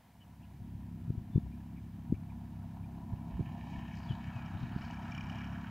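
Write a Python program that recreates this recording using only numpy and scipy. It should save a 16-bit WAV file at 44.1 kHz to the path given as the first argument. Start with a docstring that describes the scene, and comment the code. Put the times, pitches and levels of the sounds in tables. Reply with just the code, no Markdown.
"""A diesel tractor pulls a hay tedder slowly nearer, over a faint hiss and far-off bird chirps.
The chugging exhaust drone fades in over the first 0.6 s, with a low, gusty rumble of wind under it.
Dull thumps buffet the microphone; from 1.5 s the tedder clanks on rough ground.
From 2 s the clatter of block and panels opens up.
Near 4 s soft, grainy high swishes come in, and spells of sharp engine knock build to the end."""
import sys
import numpy as np
from scipy import signal
from scipy.fft import rfft, irfft
from scipy.io import wavfile

SR = 44100
rng = np.random.default_rng(int(sys.argv[2]) if len(sys.argv) > 2 else 0)


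def waveform_to_disk(signal):
    """Save audio, clipped to [-1, 1], as 16-bit WAV at the path in sys.argv[1]."""
    frames = np.transpose(np.atleast_2d(signal))
    scaled = np.clip(frames, -1, 1) * 32767
    samples = np.round(scaled).astype(np.int16)
    wavfile.write(sys.argv[1], SR, samples)


N = 251370
TIME = np.arange(N) / SR
BINS = np.fft.rfftfreq(N, 1 / SR)

# engine speed: t/s, crank rate/Hz
CRANK_RATE = [(0, 34.1), (.55, 34.0), (1.05, 33.5), (1.45, 33.72), (2.2, 33.4), (2.6, 33.44), (3.8, 33.17),
              (4.65, 33.43), (5.0, 33.3), (5.45, 34.2), (5.7, 34.3)]
# the engine's level ride as it works its way nearer: t/s, level/dB
APPROACH = [(0, -8), (.9, -4), (1.4, -3), (1.9, -3), (2.7, -1.5), (3.4, 0), (4.65, -.3), (5.28, 2.5),
            (5.7, 0)]


def exhaust(turns, waver_db=1.2, throb_db=1.2, jitter_rad=0.12):
    """Two unlike puffs a turn ring the pipe and make a chugging drone."""
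    # drone partials: multiple of the crank rate, level/dB
    partials = [(1, -28.5), (2, 1.5), (2.5, -25), (3, 3), (3.5, -19.5), (4, -4), (4.5, -26.5), (5, 3),
                (6, 0), (7, 1), (8, -11.5), (9, -15.5), (10, -40), (11, -21.5)]
    # puffs and the pipe resonance each rings: position/turns, f/Hz, width/Hz, level/dB
    puffs = [(0, 236, 30, 0), (.5, 116, 30, -6)]
    approach_db = curve(APPROACH)
    fade_in_db = -18.5 * np.maximum(1 - TIME / 0.6, 0)
    drone_db = -44.5 + 0.58 * approach_db + fade_in_db
    drone = np.zeros(N)
    for order, db in partials:
        f = order * CRANK_RATE[0][1]
        # the ringing pipe sets each partial's phase
        pipe = sum(amp(puff_db) * np.exp(-2j * np.pi * order * at)
                   / (1 + 1j * (f ** 2 - hz ** 2) / (f * width)) for at, hz, width, puff_db in puffs)
        tilt_db = 0.36 * approach_db * np.log2(order / 4)  # louder is brighter
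        gain = amp(db + tilt_db + waver_db * wander(10.3))
        drone += gain * np.cos(2 * np.pi * order * turns + np.angle(pipe) + jitter_rad * wander(3.3))
    return amp(drone_db + throb_db * wander(32)) * unit(drone)


def clatter(turns, flutter_db=1.54, lag_turns=0.22):
    """Combustion and valves shake the metal parts; moving air makes their sound flutter."""
    # resonances of block, side panel, valve cover and injectors: f/Hz, width/Hz, level/dB
    block = [(704.5, 20, 6), (687, 77, 3.5), (804, 134, 3), (956, 112, 5), (1000, 56, -17)]
    panel = [(1136, 28, -0.5), (1306, 12, 4), (1424, 460, -5), (1437, 27, -7.5), (1666, 45, -1)]
    cover = [(1767, 148, 6.5), (2284, 130, 3), (2520, 163, 0), (2846, 86, 0.5), (3082, 200, -2.5)]
    injectors = [(3830, 550, 8), (4700, 520, 4), (5370, 390, 2.5), (6140, 750, -2.5), (6720, 1200, -2)]
    # how each of those parts opens up: open level/dB, muffled by/dB, midpoint/s, length/s
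    openings = [(-56.5, 8, 2.91, 1.7), (-58.5, 15.5, 4.01, 1.1), (-61, 15, 3.43, 0.79),
                (-74, 8.5, 3.48, 0.88)]
    stroke = turns - lag_turns
    drives = [bursts(stroke, decay=0.11, steady=0.85), bursts(stroke - 0.15, decay=0.11, steady=1.2),
              bursts(stroke, decay=0.083, steady=0.66), bursts(stroke, decay=0.12, steady=1.0)]
    out = np.zeros(N)
    for drive, modes, rise in zip(drives, (block, panel, cover, injectors), openings):
        level_db = opening(*rise) + flutter_db * wander(14)
        out += amp(level_db) * unit(colour(drive, resonances(modes)))
    return out


def opening(open_db, muffled_db, middle_s, length_s):
    """One metal part's level in dB: it follows the approach and eases from muffled to open."""
    progress = np.clip((TIME - middle_s) / length_s, -0.5, 0.5)
    return curve(APPROACH) + open_db - muffled_db * 0.5 * (1 - np.sin(np.pi * progress))


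def bursts(cycles, decay, steady):
    """Steady noise plus a flare of uneven force each cycle; decay is in cycles."""
    strength = amp(2 * rng.standard_normal(N // 100))[np.floor(cycles).astype(int)]
    envelope = steady + strength * np.exp(-(cycles % 1) / decay)
    return unit(envelope * rng.standard_normal(N))


def knocking(turns, at_turn=0.55, fade_db=-10, scatter_db=2):
    """One sharp knock a turn, uneven in force, dying away at the end of each spell."""
    # spells of knocking: t/s, length/s, level/dB
    spells = [(3.703, .09, -55.5), (4.455, .025, -54.5), (4.808, 0.23, -50.5), (5.11, 0.43, -46.5)]
    # metal rung by a knock: f/Hz, width/Hz, level/dB
    modes = [(2364, 96, 7.5), (2943, 160, 0), (4800, 260, -21), (5440, 300, -11), (5870, 1440, -22.5)]
    times = TIME[1:][np.diff(np.floor(turns - at_turn)) > 0]
    chance_db = scatter_db * rng.standard_normal(N // 100)
    hits = [(s, db + fade_db * ((s - start) / length) ** 4 + uneven_db)
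            for start, length, db in spells
            for s, uneven_db in zip(times, chance_db) if start <= s < start + length]
    return blows(hits, modes, decay_s=0.0047, lead_s=0.001596)


def tedder():
    """The tedder clanks as it jolts over rough ground."""
    # clanks: t/s, level/dB
    hits = [(1.463, -63), (2.508, -59), (3.017, -59), (3.137, -58), (3.318, -53), (3.405, -54)]
    # metal rung by a clank: f/Hz, width/Hz, level/dB
    modes = [(720, 250, 14), (940, 78, 16), (1720, 200, -14), (3160, 580, -22.5)]
    return blows(hits, modes, decay_s=0.011, lead_s=0.001)


def blows(hits, modes, decay_s, lead_s):
    """Short gritty blows that ring thin metal."""
    t, force = np.arange(SR // 25) / SR, np.zeros(N)
    for s, db in hits:
        add(force, s - lead_s, amp(db) * np.exp(-t / decay_s) * rng.choice([-1, 1], len(t)))
    return colour(force, unit(resonances(modes)))


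def swishes(grain_db=4.5):
    """Soft, grainy swishes near 4 kHz, each at a different pitch, as the tractor nears."""
    # swishes: t/s, length/s, f/Hz, width/Hz, level/dB
    swells = [(3.88, 0.18, 5400, 2240, -72.5), (3.904, 0.32, 4630, 700, -74.5),
              (4.04, 0.22, 3560, 600, -69.5), (4.42, 0.4, 3760, 597, -73.5), (4.68, 0.31, 4550, 800, -70.5)]
    out = np.zeros(N)
    grain = rng.standard_normal(N) * amp(grain_db * wander(150))
    for s, length, hz, width, db in swells:
        band = np.exp(-((BINS - hz) / (0.94 * width)) ** 2)
        swish = unit(colour(grain, band))[round(s * SR):][:round(length * SR)]
        add(out, s, amp(db) * np.hanning(len(swish)) * swish)
    return out


def rumble(turns):
    """A low rumble under the drone: it pulses twice a turn, and swells and eases with wind gusts."""
    # tone of the rumble: f/Hz, level/dB
    tone = [(15, -37), (35, -13), (60, -8), (115, 0.5), (180, -5), (250, -6), (320, -15.5), (400, -27),
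            (480, -38.5), (700, -29), (1500, -73)]
    # wind gusts: t/s, level/dB
    gusts = [(0, -68.5), (.6, -50.5), (1.2, -47.5), (1.7, -51.5), (2.7, -50), (3.2, -47), (3.8, -47),
             (4.3, -49.5), (4.65, -45.5), (5.7, -50.5)]
    pulsing = bursts(2 * turns, decay=0.37, steady=0.43)
    return amp(curve(gusts)) * unit(colour(pulsing, amp(spectrum(tone))))


def thumps():
    """Dull thumps buffet the microphone, off centre; hard ones add a second, higher swing."""
    # thumps: t/s, level/dB, f/Hz, half length/cycles, hardness 0-1, left minus right/dB
    buffets = [(0.623, -39.5, 85, 0.79, 0.06, 6), (1.081, -32, 155, .75, 0, 3.5),
               (1.105, -23.5, 129, 1.17, 0.25, 3), (1.182, -26.5, 105, 1.2, 0.12, 4.5),
               (1.360, -17, 119, 1.46, 0.25, 3.5), (1.380, -16.5, 148, 0.95, 0.13, 3),
               (1.461, -40, 65.4, 2.8, 0.23, 4.5), (2.102, -31.5, 130, 1.9, 0.07, 2),
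               (2.126, -15, 192, 0.9, 0, 3), (2.141, -31, 79, 1.4, 0.23, 5),
               (3.137, -29, 111, 1.4, 0.11, -4.5), (3.354, -33.5, 60.6, 2.8, 0.14, -1.5),
               (3.396, -30, 178, 3.8, 0.54, -3), (3.409, -27, 118, 1.1, 0.28, -4.5),
               (3.783, -37.5, 68.6, 1.1, 0.16, 5), (4.11, -25.5, 127, 1.8, 0.14, 3.5),
               (4.363, -34, 112, 1.6, 0.06, 3.5), (4.553, -35.5, 96, 3, 0.06, 5),
               (4.637, -30, 123, 3.4, 0.06, 4), (4.764, -22, 149, 0.72, 0, -3)]
    t, out = np.arange(-SR // 25, SR // 25) / SR, np.zeros((2, N))
    for s, db, hz, cycles, hardness, left_db in buffets:
        thump = amp(db) * (swing(t, hz, cycles) + hardness * swing(t, hz=305, cycles=1.6))
        for channel, sound in zip(out, pan(thump, left_db)):
            add(channel, s + t[0], sound)
    return out


def swing(t, hz, cycles, steep=0.1, fade=3.26):
    """A brief, soft swing of pressure, fastest at its middle."""
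    angle = 2 * np.pi * hz * t
    return -np.sin(angle + steep * np.tanh(angle)) / np.cosh(fade * t * hz / cycles)


def birds(scatter_hz=260):
    """Small, distant birds: thin whistles that slide quickly, then settle."""
    # chirps: t/s, length/s, start f/Hz, end f/Hz, level/dB, roughness 0-1
    chirps = [(0.201, 0.044, 3080, 2950, -66, .3), (0.414, 0.05, 2850, 2820, -72, 0.7),
              (1.31, .09, 3480, 3540, -74.5, 0.14), (1.513, 0.031, 2330, 2370, -70, 0.4),
              (1.755, 0.047, 2290, 2320, -68.5, 0.7), (2.136, 0.034, 2350, 2320, -67.5, 0.44),
              (2.294, 0.021, 2360, 2300, -66, .6), (2.835, 0.019, 2240, 2340, -67, 0.35),
              (4.079, 0.0643, 3450, 2960, -55.5, 0.33), (4.31, 0.12, 2750, 2460, -60.5, 0.02)]
    out, unsteady = np.zeros(N), wander(300)
    for s, length, start_hz, end_hz, db, rough in chirps:
        progress = np.linspace(0, 1, round(length * SR))
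        slide_hz = end_hz + (start_hz - end_hz) * (1 - progress) ** 2
        rasp_hz = rough * scatter_hz * unsteady[round(s * SR):][:len(progress)]
        whistle = np.sqrt(2) * np.sin(2 * np.pi * np.cumsum(slide_hz + rasp_hz) / SR)
        add(out, s, amp(db) * np.sin(np.pi * progress) * whistle)
    return out


def air(level_db=-71):
    """An even bed of field air and microphone hiss, wider in the treble."""
    # tone of the hiss: f/Hz, level/dB
    tone = [(30, 1.5), (300, 6.5), (500, 13.5), (800, 9), (1200, 5.5), (2000, 8), (3000, 5), (4500, -0.5),
            (8500, -2.5), (12500, -0.5), (16000, -0.5)]
    # likeness of left and right: f/Hz, correlation 0-1
    likeness = [(100, 0.86), (2000, 1), (4500, 0.77), (8000, 0.57), (14000, 0.7)]
    same, gain = spectrum(likeness), amp(spectrum(tone))
    mid = colour(rng.standard_normal(N), gain * np.sqrt(1 + same))
    side = colour(rng.standard_normal(N), gain * np.sqrt(1 - same))
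    return amp(level_db) * unit(np.array([mid + side, mid - side]))


def resonances(modes):
    """Steep resonances added in power, with the phase of a body that rings after the blow."""
    power = sum(amp(db) ** 2 / (1 + ((BINS - hz) / (0.5 * width)) ** 2 / 2) ** 2
                for hz, width, db in modes)
    power *= (BINS / (BINS + modes[0][0] / 2)) ** 2  # bass roll-off
    log_gain = 0.5 * np.log(power + 1e-10)
    causal_cepstrum = irfft(log_gain, N) * (np.arange(N) < N // 2)
    return np.exp(log_gain + 2j * rfft(causal_cepstrum).imag)


def amp(db):
    """Decibels to gain."""
    return 10 ** (np.asarray(db) / 20)


def unit(x):
    """Scales to rms 1."""
    return x / np.sqrt(np.mean(abs(x) ** 2) + 1e-20)


def curve(points):
    """Joins (t/s, value) points, sample by sample."""
    return np.interp(TIME, *np.transpose(points))


def spectrum(points):
    """Joins (f/Hz, value) points on a log-frequency axis."""
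    hz, value = np.transpose(points)
    return np.interp(np.log(BINS + 1), np.log(hz + 1), value)


def colour(x, gain):
    """Filters by a gain per frequency."""
    return irfft(rfft(x) * gain, N)


def wander(rate_hz):
    """Smooth random drift of rms 1."""
    return unit(colour(rng.standard_normal(N), np.exp(-(BINS / rate_hz) ** 2)))


def add(mix, s, sound):
    """Mixes a sound in at time s."""
    part = mix[max(round(s * SR), 0):][:len(sound)]
    part += sound[:len(part)]


def pan(x, left_db):
    """Mono to stereo, the left louder by left_db."""
    return np.array([x * amp(left_db / 2), x * amp(-left_db / 2)])


def scene(sway_db=1.5):
    """The tractor straight ahead, its metal sounds swaying a little; swishes and birds to the left."""
    turns = np.cumsum(curve(CRANK_RATE)) / SR
    impacts = knocking(turns) + tedder()
    lows = pan(exhaust(turns) + rumble(turns), left_db=0.19)
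    metal = pan(clatter(turns) + impacts, left_db=-0.58 + sway_db * wander(1.53))
    return lows + metal + pan(swishes(), left_db=3.5) + thumps() + pan(birds(), left_db=1.5) + air()


def record(dry, cutoff_hz=15750):
    """A steep low-pass trims the very top."""
    lowpass = signal.firwin(801, cutoff_hz, window=("kaiser", 8), fs=SR)
    return signal.oaconvolve(dry, lowpass[None], "same")


dry = scene()
out = record(dry)
waveform_to_disk(out)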